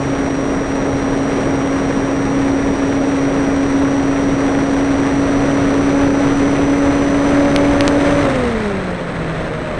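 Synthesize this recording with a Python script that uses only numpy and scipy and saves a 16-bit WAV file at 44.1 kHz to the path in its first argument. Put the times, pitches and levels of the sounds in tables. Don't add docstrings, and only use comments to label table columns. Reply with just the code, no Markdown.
import sys
import numpy as np
from scipy import signal
from scipy.fft import rfft, irfft, next_fast_len
from scipy.io import wavfile

SR = 44100
rng = np.random.default_rng(int(sys.argv[2]) if len(sys.argv) > 2 else 0)


def ratio(d):
    e = np.asarray(d, float) / 20
    return 10 ** e


def int16_out(signal):
    q = np.round(np.clip(np.atleast_2d(signal).T, -1, 1) * 32767)
    wavfile.write(sys.argv[1], SR, q.astype(np.int16))


N = 431738

# start_s [s], level_db [dB]
ROAR = [(0.0, -28.5), (0.27, -28), (4.14, -27), (4.17, -24.5), (4.23, -27), (6.08, -25), (6.11, -27.5),
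        (6.24, -24), (6.76, -25.5), (6.92, -24), (7.96, -23.5), (8.07, -21.5), (8.97, -29), (9.43, -27.5),
        (9.54, -30), (9.79, -28)]
# frequency_hz [Hz], level_db [dB per Hz]
PORT_SPECTRUM = [(20, 1), (60, 0), (200, 2.5), (450, 3), (620, -0.5), (800, -6), (2000, -12), (2900, -22),
                 (4150, -25.5), (4600, -31), (6100, -29.5), (7200, -37), (8500, -30.5), (10400, -46.5)]
# start_s [s], shaft_hz [turns per s]
POWERED_SHAFT = [(0.0, 137.06), (1.8, 137.18), (2.05, 137.25), (2.15, 137.45), (3.3, 137.75), (3.7, 137.99),
                 (4.7, 138.3), (4.95, 138.07), (5.3, 139.02), (5.8, 138.97), (5.97, 140.05), (6.15, 139.6),
                 (6.6, 140.22), (6.9, 140.85), (7.0, 140.56), (7.5, 142.03), (7.78, 142.07), (8.1, 142.73)]
TONE_ORDERS = (1, 2, 4, 6, 8, 42)
# order [multiple of shaft rate], leader [index in TONE_ORDERS], level_db [dB re leader]
COMPANIONS = [
    (3, 0, -5),
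    (5, 1, -26),
    (7, 4, -4),
    (56, 5, -19),
    (70, 5, -29),
]
# [dB, fourth order from skewed inflow]
BLADE_LOAD = [(0.0, -21.5, -43.5), (1.0, -19, -35), (2.0, -19, -37), (2.5, -17, -30), (3.5, -17, -33.5),
              (4.0, -16, -37), (5.5, -16, -32.5), (6.0, -14, -25), (6.6, -15, -39.5), (6.82, -14.5, -21),
              (7.2, -15.5, -28), (7.38, -13.5, -19), (8.05, -14.5, -19), (8.4, -20.5, -20.5),
              (8.74, -23, -23.5), (9.0, -28.5, -46), (9.4, -25.5, -38), (9.62, -37, -38)]
# centre_s [s], rise_db [dB over usual imbalance], half_length_s [s]
SHUDDERS = [
    (0.0, 7, .2),
    (1.4, 1, .3),
    (2.45, 0.5, .2),
    (6.552, 9, 0.24),
    (7.606, 9.5, 0.089),
    (8.22, 10.5, .13),
    (8.8, 9, .15),
]
# [ms, suction peak]
OVERFLOWS = [
    (7.56235, .132, .33),
    (7.80857, .132, .36),
    (7.87902, .088, .62),
]

TIME_S = np.arange(N) / SR
BRAKE_S, DRIVE_CUT_S, PART_THROTTLE_S = 8.214, 8.27, 8.3
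POSITIVE_RAIL, NEGATIVE_RAIL = 0.47, 0.7


def in_time(rows):
    start_s, *columns = np.transpose(rows)
    return [np.interp(TIME_S, start_s, column) for column in columns]


def drift(rate_hz):
    pole = np.exp(-16 * np.pi * rate_hz / SR)
    white = rng.standard_normal(N // 8 + 4002)
    slow = signal.lfilter([1], [1, -2 * pole, pole * pole], white)[4000:]
    return np.interp(np.arange(N) / 8, np.arange(len(slow)), slow / np.std(slow))


def swell(centre_s, db, half_s):
    return db * np.exp(-((TIME_S - centre_s) / half_s) ** 2)


def coasting(fade_s):
    since_s = np.maximum(TIME_S - BRAKE_S, 0)
    return 1 - np.exp(-(since_s / fade_s) ** 2)


def colour(x, points):
    size = next_fast_len(N)
    hz = np.maximum(np.arange(size // 2 + 1) * SR / size, 1)
    point_hz, point_db = np.transpose(points)
    gain = ratio(np.interp(np.log(hz), np.log(point_hz), point_db))
    return irfft(rfft(x, size) * gain, size)[:N]


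def slipstream(turns):
    roar_db, = in_time(ROAR)
    swing_db = roar_db - np.median(roar_db)
    rumble_db = -0.057 * swing_db + 0.5 * coasting(0.3)
    body_db = -0.6 * swing_db - 6.5 * coasting(0.17)
    hiss_db = -0.18 * swing_db - 4.5 * coasting(0.5)
    rumble_db = rumble_db + 0.8 * drift(3.9)
    gust_db = -0.26 * drift(2.3)
    eddies_db = 1.5 * (0.29 * drift(35) + drift(220))
    wake = 1 + 0.05 * np.sin(4 * np.pi * turns)

    edges_hz = 17 * 2.0 ** np.arange(11)
    region_log = np.log2([60, 300, 900, 2200, 4300])
    white = rng.standard_normal((2, N))
    out = np.zeros(N)
    for k, (low, high) in enumerate(zip(edges_hz, edges_hz[1:])):
        octave = signal.butter(3, [low, high], "band", fs=SR, output="sos")
        band = signal.sosfilt(octave, white[k % 2])
        shares = [np.interp(np.log2(low), region_log, row) for row in np.eye(5)]
        tilt_db = shares[0] * rumble_db + shares[1] * body_db + shares[-1] * hiss_db
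        small = np.clip(np.log2(low / 300) / 2, 0, 1)
        flicker_db = gust_db + small * eddies_db + 0.1 * drift(37)
        out += band * ratio(tilt_db + flicker_db) * wake ** small
    out = colour(out, PORT_SPECTRUM)
    middle = signal.butter(4, [900, 3000], "band", fs=SR, output="sos")
    roar = signal.sosfilt(middle, out)
    return ratio(roar_db) * out / np.std(roar)


def controller():
    on = np.clip((TIME_S - PART_THROTTLE_S) / 0.05, 0, 1)
    switching_hz, level_db = 7817, -63
    return np.sqrt(2) * ratio(level_db) * on * np.sin(2 * np.pi * switching_hz * TIME_S)


def shaft_rate():
    powered, = in_time(POWERED_SHAFT)
    since_s = TIME_S - BRAKE_S
    braking = POWERED_SHAFT[-1][1] - 94 * since_s
    windmill = 93.7 - 11.6 * since_s
    ease = 10
    return np.minimum(powered, ease * np.logaddexp(braking / ease, windmill / ease))


def tone_levels(rate):
    load_db, skew_db = in_time(BLADE_LOAD)
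    stalled = coasting(0.45)
    fuselage_hz, width_hz = 545, 150
    ring6 = stalled * np.exp(-((6 * rate - fuselage_hz) / width_hz) ** 2)
    ring8 = stalled * np.exp(-((8 * rate - fuselage_hz) / width_hz) ** 2)
    imbalance_db = -35 - 15.5 * stalled + sum(swell(*row) for row in SHUDDERS)
    skew_swing_db = skew_db - np.median(skew_db)
    sixth_db = -41 + 0.33 * skew_swing_db * (1 - stalled) + 8.5 * ring6
    eighth_db = -46 + 17 * ring8
    whine_db = -40.5 + swell(7.94, -4.5, 0.42)
    return [imbalance_db, load_db, skew_db, sixth_db, eighth_db, whine_db]


def propeller(rate, levels_db):
    turns = np.cumsum(rate) / SR
    orders = list(zip(TONE_ORDERS, levels_db))
    orders += [(k, levels_db[leader] + relative_db) for k, leader, relative_db in COMPANIONS]
    mount_hz, mount_width_hz = 4450, 15.5
    orders += [(32, -52 - ((32 * rate - mount_hz) / mount_width_hz) ** 2)]
    driven = np.clip((DRIVE_CUT_S - TIME_S) / 0.06, 0, 1)
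    out = np.zeros(N)
    for k, level_db in orders:
        aerial = k < 12
        shake_db = (1.0 if aerial else 0.4) * drift(16)
        if aerial and k != 2:
            weak = np.clip((-22 - level_db) / 10, 0, 1)
            shake_db = shake_db + 3 * drift(4.2) * weak
        phase = 2 * np.pi * (k * turns + rng.random())
        if aerial:
            phase = phase + 0.19 * drift(6.6)
        tone = np.sqrt(2) * ratio(level_db + shake_db) * np.sin(phase)
        out += tone if aerial else tone * driven
    return out


def scene():
    rate = shaft_rate()
    air = slipstream(np.cumsum(rate) / SR)
    tones = propeller(rate, tone_levels(rate))
    return (air + controller() + tones)[None]


def overload(x):
    x = x - 0.17 * (x ** 2 - np.mean(x ** 2))
    soft = POSITIVE_RAIL * np.tanh(x / POSITIVE_RAIL)
    hard = x / (1 + np.abs(x / NEGATIVE_RAIL) ** 6) ** (1 / 6)
    return np.where(x > 0, soft, hard)


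def overflow(x):
    for centre_s, past_ms, dip_ms in OVERFLOWS:
        away_ms = np.abs(TIME_S - centre_s) * 1000
        pull = np.exp(-(away_ms / dip_ms) ** 3)
        flip = np.clip((past_ms / 2 - away_ms) * SR / 1000 + 0.5, 0, 1)
        x = x * (1 - pull) - NEGATIVE_RAIL * pull + 1.56 * flip
    return x


def roll_off(x):
    return signal.sosfilt(signal.butter(12, 11090, fs=SR, output="sos"), x)


def record(dry):
    x = overflow(overload(dry))
    top = signal.cheby2(7, 32, 11650, fs=SR, output="sos")
    x = signal.sosfiltfilt(top, x)
    return roll_off(np.clip(x, -1, 1))


dry = scene()
out = record(dry)
int16_out(out)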